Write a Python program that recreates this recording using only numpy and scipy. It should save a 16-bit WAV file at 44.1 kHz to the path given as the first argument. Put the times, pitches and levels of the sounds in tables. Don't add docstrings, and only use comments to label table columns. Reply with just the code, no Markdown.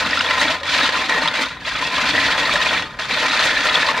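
import sys
import numpy as np
from scipy import signal
from scipy.io import wavfile
from scipy.ndimage import uniform_filter1d, minimum_filter1d

SR = 44100
rng = np.random.default_rng(int(sys.argv[2]) if len(sys.argv) > 2 else 0)


def transcribe(signal):
    frames = np.atleast_2d(signal).T
    limited = np.clip(frames, -1, 1)
    pcm = np.round(limited * 32767).astype(np.int16)
    wavfile.write(sys.argv[1], SR, pcm)


N = 176400


# frequency_hz, gain_db
CLACK_COLOUR = [(300, -29.5), (700, -11.5), (1400, -3), (1850, -0.5), (2650, -2.5), (3000, -6), (3600, 0),
                (4500, -9), (7000, -35)]
def clacks(per_s=400, low_hz=900, high_hz=5600, nominal_t60_s=.033, level_db=-3):
    gain = effort()
    shells = [in_basin(shell(hz, nominal_t60_s * rng.uniform(0.39, 1.57)))
              for hz in np.geomspace(low_hz, high_hz, 30)]
    sound = scattered(contacts(per_s, spread_db=1.3) * gain, shells)
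    return amp(level_db) * at_level(coloured(sound, CLACK_COLOUR), gain)


def shell(hz, t60_s, overtone_db=-9, ratio=1.942, scatter=0.4):
    t = np.arange(SR // 10) / SR
    upper_hz = hz * ratio * (1 + scatter * rng.uniform(-0.62, 1))
    overtone = amp(overtone_db - 60 * t / t60_s) * np.sin(2 * np.pi * upper_hz * t)
    return amp(-60 * t / t60_s) * (np.sin(2 * np.pi * hz * t) + overtone)


# (touch, rub and drag are relative to level_db)
PUSHES = [(0, 0.042, 0.21, 5.5, -23.5, -2, -3.5), (0.243, 0.61, 0.51, -1, -20.5, -3, -2.5),
          (.63, 0.74, .86, -9, -17.5, -4, -8.5), (0.921, 1.05, 1.027, -0.5, -19.5, -4, -4),
          (1.085, 1.15, 1.246, 1.5, -22, -3.5, -2.5), (1.309, 1.453, 1.419, -7, -19, -3.5, -4.5),
          (1.591, 1.663, 1.756, -16.5, -24, -5, -9), (1.784, 1.95, 1.88, -3.5, -20.5, -3.5, -4),
          (1.906, 1.97, 2.345, -6, -20.5, -2.5, -2.5), (2.375, 2.51, 2.774, 3, -20, -5, -5.5),
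          (2.988, 3.02, 3.16, 3, -27, -3.5, -6), (3.087, 3.5, 3.475, -3.5, -17.5, -3, -5),
          (3.503, 3.6, 3.615, 1.5, -22, -2.5, -4.5), (3.636, 4, 3.71, -2.5, -15.5, -6.5, -6),
          (3.727, 3.73, 3.77, 1, -18, -2.5, -3), (3.774, 3.7, 3.885, 0.5, -21, -2.5, -3.5),
          (3.896, 3.97, 4.2, -6, -24.5, -7, 3.5)]
RUB_COLUMN, DRAG_COLUMN = 5, 6
def effort(column=None, power=1, settle_db_per_s=149, rest_db=-41):
    t, gain = np.arange(N) / SR, np.zeros(N)
    for row in PUSHES:
        start_s, full_s, release_s, touch_db, level_db = row[:5]
        ramp_db = np.interp(t, [start_s, max(full_s, start_s + 1 / SR)], [touch_db, 0])
        shape_db = ramp_db - settle_db_per_s * np.maximum(t - release_s, 0)
        offset_db = row[column] if column else 0
        gain = np.maximum(gain, (t >= start_s) * amp(power * shape_db + level_db + offset_db))
    return np.hypot(gain, amp(power * rest_db))


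# frequency_hz, gain_db
GRIT_COLOUR = [(400, -25.5), (1500, -3), (2650, 1.5), (2950, -3.5), (3520, 1), (3700, -1), (4000, 0.5),
               (5000, -8), (6500, -14), (10000, -30), (15500, -45)]
def grit(per_s=2200, level_db=0.5):
    gain = effort(RUB_COLUMN, power=1.184)
    hits = contacts(per_s, spread_db=2, clump_db=4) * gain
    sound = scattered(hits, [walls() for _ in range(10)])
    return amp(level_db) * at_level(coloured(sound, GRIT_COLOUR), gain)


# frequency_hz, gain_db
THUD_COLOUR = [(40, -36.5), (390, -11.5), (500, 2.5), (700, 0), (820, -7.5), (1020, 4.5), (1140, -13),
               (1350, 1), (4500, -20), (12000, -39)]
def drag(per_s=450, thud_db=-3.5, ring_db=-2.5):
    gain = effort(DRAG_COLUMN)
    hits = contacts(per_s, spread_db=3.5) * gain
    thuds = coloured(scattered(hits, [walls() for _ in range(8)]), THUD_COLOUR)
    ring = scattered(hits, [metal() for _ in range(8)])
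    return amp(thud_db) * at_level(thuds, gain) + amp(ring_db) * at_level(ring, gain)


# pitch_hz, level_db, t60_s
BASIN_MODES = [(518, -12, 0.044), (604, -7, 0.1), (764.4, -9.5, 0.34), (891, -5, 0.28), (1030, 2.5, 0.12),
               (1229, -15.5, 0.81), (1790, 0, 0.048), (1870, 8.5, 0.066), (2320, -6.5, 0.15)]
def metal():
    t, ring = np.arange(SR // 3) / SR, 0
    for hz, db, t60_s in BASIN_MODES:
        weight = rng.choice([-1, 1], (2, 1)) * rng.uniform(0.91, 1)
        ring += weight * amp(db - 60 * t / t60_s) * np.sin(2 * np.pi * hz * t)
    return unit(ring)


# frequency_hz, gain_db
TICK_COLOUR = [(200, -36), (600, -11), (2000, 4.5), (4000, 1.5), (7000, -14), (15500, -44)]
# start_s, level_db, pitch_hz, relative_crack_db
KNOCKS = [(.309, 3.5, 2010, -5), (.414, 1.5, 1950, -2.5), (.632, -12, 1780, 4), (.732, -7.5, 997, -6),
          (0.891, -3.5, 1740, 3.5), (1.095, -4.5, 1770, 4.5), (1.123, 2, 1900, -13),
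          (1.235, -8.5, 1053, -8), (1.256, -7, 920, 3), (1.276, 6, 3300, -7.5), (1.358, -6, 2120, -16),
          (1.825, -6.5, 1030, -2), (1.98, -9, 1900, 3), (2.537, -5, 590, 4.5), (2.557, 1, 1730, -2.5),
          (2.614, -2.5, 1720, -1), (2.66, 1.5, 2390, -4), (2.823, -11.5, 1910, 3), (2.992, -13, 1030, -1.5),
          (3.085, -12, 2320, -14), (3.109, -2, 2360, -9), (3.257, -2.5, 1820, -7), (3.654, -2.5, 1390, 0.5),
          (3.888, 0, 1088, -2), (3.976, -7, 985, 2.5)]
def knocks(crack_s=0.00097, chatter_db=-11, chatter_s=0.014, shell_db=-9, blow_db=-8, ring_db=10.5):
    out, t = np.zeros((2, N)), np.arange(SR // 5) / SR
    for start_s, db, hz, crack_db in KNOCKS:
        envelope = np.exp(-t / crack_s) + amp(chatter_db) * np.exp(-t / chatter_s)
        crack = amp(crack_db) * rng.standard_normal(len(t)) * envelope
        blow = coloured(crack, TICK_COLOUR) + coloured(crack, THUD_COLOUR)
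        add(out, start_s, amp(db + shell_db) * struck(hz))
        add(out, start_s, amp(db + blow_db) * through(blow, walls()))
        add(out, start_s, amp(db + crack_db + ring_db) * metal())
    return out


def struck(hz, ring_cycles=65, touch_s=0.00047, rebound_s=0.002286, rebound_db=-7, muffle_hz=650):
    t = np.arange(SR // 10) / SR
    onset = 1 - np.exp(-(t / touch_s) ** 2)
    overtone_db = -7 - (hz / muffle_hz) ** 2
    ring = onset * shell(hz, ring_cycles / hz, overtone_db)
    neighbour = onset * shell(hz * rng.uniform(0.905, 1.09), ring_cycles / hz / 2, overtone_db)
    rebound = amp(rebound_db) * np.pad(neighbour, (int(rebound_s * SR), 0))[:len(t)]
    return np.outer([1, rng.uniform(-0.52, 1)], ring + rebound)


# start_s, length_s, level_db
TUMBLES = [(1.085, 0.11, -25), (2.132, 0.5, -27), (3.4, 0.54, -26.5)]
def tumbles(per_s=230, low_hz=1740, high_hz=1930, t60_s=0.015):
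    t = np.arange(N) / SR
    gain = sum(amp(db) * ((t > s) & (t < s + length_s)) for s, length_s, db in TUMBLES)
    shells = [in_basin(shell(hz, t60_s, overtone_db=-29)) for hz in np.geomspace(low_hz, high_hz, 5)]
    return at_level(scattered(contacts(per_s, spread_db=1) * gain, shells), gain)


# start_s, level_db, pitch_hz
CLINKS = [(0.109, -2, 5000), (.131, 2.5, 1890), (0.173, -4, 1380), (.192, 0, 5040), (0.206, -3, 1420),
          (.208, 2.5, 2840), (0.262, -0.5, 3350), (0.967, -9, 1190), (1.284, 3, 3700), (1.68, -5.5, 1916),
          (1.852, -6, 2660), (2.179, 3, 1950), (2.236, -3, 1990), (2.667, 0, 2450), (3.392, 1, 4100),
          (3.571, 1, 1790), (3.755, 8, 3400), (3.947, -4, 1760)]
def clinks(level_db=-8):
    out = np.zeros((2, N))
    for start_s, db, hz in CLINKS:
        add(out, start_s, amp(db + level_db) * struck(hz))
    return out


# time_s, level_db
SURGES = [(0.048, -31), (.779, -28), (1.421, -31.5), (1.83, -38), (2.112, -39.5), (2.545, -46)]
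# frequency_hz, gain_db
WATER_COLOUR = [(40, -29), (140, -5), (210, -0.5), (270, 5), (325, 4.5), (390, -16.5), (560, -3.5),
                (1500, -32)]
def water(per_s=400, low_hz=140, high_hz=850, cycles=4.9, rise=0.094, surge_s=0.033, level_db=-5.5):
    clock, t = np.arange(N) / SR, np.arange(SR // 6) / SR
    surges = sum(amp(db) * np.exp(-((clock - s + surge_s / 2) / surge_s) ** 2) for s, db in SURGES)
    gain = amp(-9) * effort(DRAG_COLUMN) + surges
    bubbles = []
    for hz in np.geomspace(low_hz, high_hz, 16):
        age = t * hz / cycles
        envelope = (1 - np.exp(-10 * age)) * np.exp(-2 * age)
        bubbles.append(in_basin(envelope * np.sin(2 * np.pi * hz * t * (1 + rise * age))))
    sound = scattered(contacts(per_s, spread_db=5.5) * gain, bubbles)
    return amp(level_db) * at_level(coloured(sound, WATER_COLOUR), gain)


# start_s, level_db, pitch_hz
PLOPS = [(.493, -19.5, 617), (.612, -25, 537), (3.661, -19.5, 592)]
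def plops(swell_s=.003, t60_s=0.17, rise_per_s=2.2):
    out, t = np.zeros((2, N)), np.arange(SR // 6) / SR
    for start_s, db, hz in PLOPS:
        envelope = (1 - np.exp(-t / swell_s)) * amp(db - 60 * t / t60_s)
        note = np.sin(2 * np.pi * hz * t * (1 + rise_per_s * t / 2))
        add(out, start_s, np.outer([1, 0], envelope * note))
    return out


# centre_s, level_db
SPLASHES = [(0.411, -31.5), (1.42, -35), (2.54, -35), (3.451, -30.5), (3.655, -34)]
# frequency_hz, gain_db
SPRAY_COLOUR = [(1000, -26), (6000, 4.5), (9000, -6), (15000, -24)]
def spray(per_s=5500, splash_s=0.016, dribble_db=-39.5):
    t = np.arange(N) / SR
    splashes = sum(amp(db) * np.exp(-((t - s) / splash_s) ** 2) for s, db in SPLASHES)
    gain = amp(dribble_db) * effort() + splashes
    sound = scattered(contacts(per_s, spread_db=-3) * gain, [walls() for _ in range(4)])
    return at_level(coloured(sound, SPRAY_COLOUR), gain)


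def walls(early_t60_s=0.032, early_db=1, tail_t60_s=0.3, tail_db=-7):
    t = np.arange(SR // 5) / SR
    early, late = rng.standard_normal((2, 2, len(t))) * (t > .001)
    direct = unit((t == 0) * np.array([[1], [rng.uniform(-1.66, 1)]]))
    reflections = amp(early_db) * unit(early * amp(-60 * t / early_t60_s))
    return direct + reflections + amp(tail_db) * unit(late * amp(-60 * t / tail_t60_s))


# frequency_hz, density_db
AIR_COLOUR = [(25, -24), (54, 0.5), (66, -6), (140, -3), (250, -9.5), (3000, -25), (6000, -39),
              (15000, -58)]
# time_s, level_db
RUMBLE = [(1.4, -44.5), (2.2, -37), (2.7, -40), (4, -45.5)]
# time_s, level_db
HUM = [(0, -44), (.98, -47.5), (1.12, -69)]
def outdoors(hum_hz=84.3):
    hum = np.sqrt(2) * level(HUM) * np.sin(2 * np.pi * (hum_hz * np.arange(N) / SR + rng.random()))
    return level(RUMBLE) * evened(coloured(rng.standard_normal((2, N)), AIR_COLOUR)) + hum


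def contacts(per_s, spread_db, clump_db=3, clump_s=0.011):
    window = np.hanning(int(2 * clump_s * SR) + 3)
    clumps = evened(signal.oaconvolve(rng.standard_normal(N), window, "same"))
    sizes = amp(spread_db * np.minimum(rng.exponential(1, N), 2.4) + clump_db * np.tanh(clumps))
    return sizes * rng.choice([-1, 1], N) * (rng.random(N) < per_s / SR)


def scattered(hits, responses):
    which = rng.integers(0, len(responses), N)
    return sum(through(hits * (which == k), response) for k, response in enumerate(responses))


def in_basin(sound):
    return unit(through(walls(), sound))


def through(x, response):
    return signal.oaconvolve(np.atleast_2d(x), np.atleast_2d(response), axes=1)[:, :x.shape[-1]]


def coloured(x, points, size=4096):
    hz, db = np.transpose(points)
    log_hz = np.log(abs(np.fft.fftfreq(size, 1 / SR)) + 1)
    log_gain = np.log(amp(np.interp(log_hz, np.log(hz), db)))
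    spectrum = np.exp(np.conj(signal.hilbert(log_gain)))
    return through(x, np.fft.ifft(spectrum).real[:size // 2])


def amp(db):
    return 10 ** (np.asarray(db) / 20)


def evened(x):
    return x / np.sqrt(np.mean(x ** 2) + 1e-20)


def unit(x):
    return x / np.sqrt(np.sum(x ** 2) + 1e-20)


def at_level(x, gain):
    return evened(x) * np.sqrt(np.mean(gain ** 2))


def level(table):
    return amp(np.interp(np.arange(N) / SR, *np.transpose(table)))


def add(mix, start_s, sound):
    part = mix[:, max(round(start_s * SR), 0):][:, :sound.shape[1]]
    part += sound[:, :part.shape[1]]


# frequency_hz, side_gain_db
WIDTH = [(40, -55), (250, -13), (1000, -30), (2000, -13.5), (4000, -11), (8000, -1.5), (15000, -3)]
# frequency_hz, left_minus_right_db
BALANCE = [(400, 0), (980, 3.5), (2330, -0.5), (2800, 0.4)]
def scene():
    clams = clacks() + tumbles() + grit() + drag() + knocks() + clinks()
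    mid, side = clams + water() + plops() + spray() + outdoors()
    side = coloured(side, WIDTH)
    return np.vstack([coloured(mid + sign * side, [(hz, sign * db / 2) for hz, db in BALANCE])
                      for sign in (1, -1)])


def record(dry, ceiling=.86, cutoff_hz=15600):
    needed_gain = ceiling / np.maximum(abs(dry).max(0), ceiling)
    limited = dry * uniform_filter1d(minimum_filter1d(needed_gain, size=65), size=65)
    lowpass = signal.firwin(511, cutoff_hz, window=("kaiser", 9), fs=SR)
    return signal.oaconvolve(limited, lowpass[None], "same")


dry = scene()
out = record(dry)
transcribe(out)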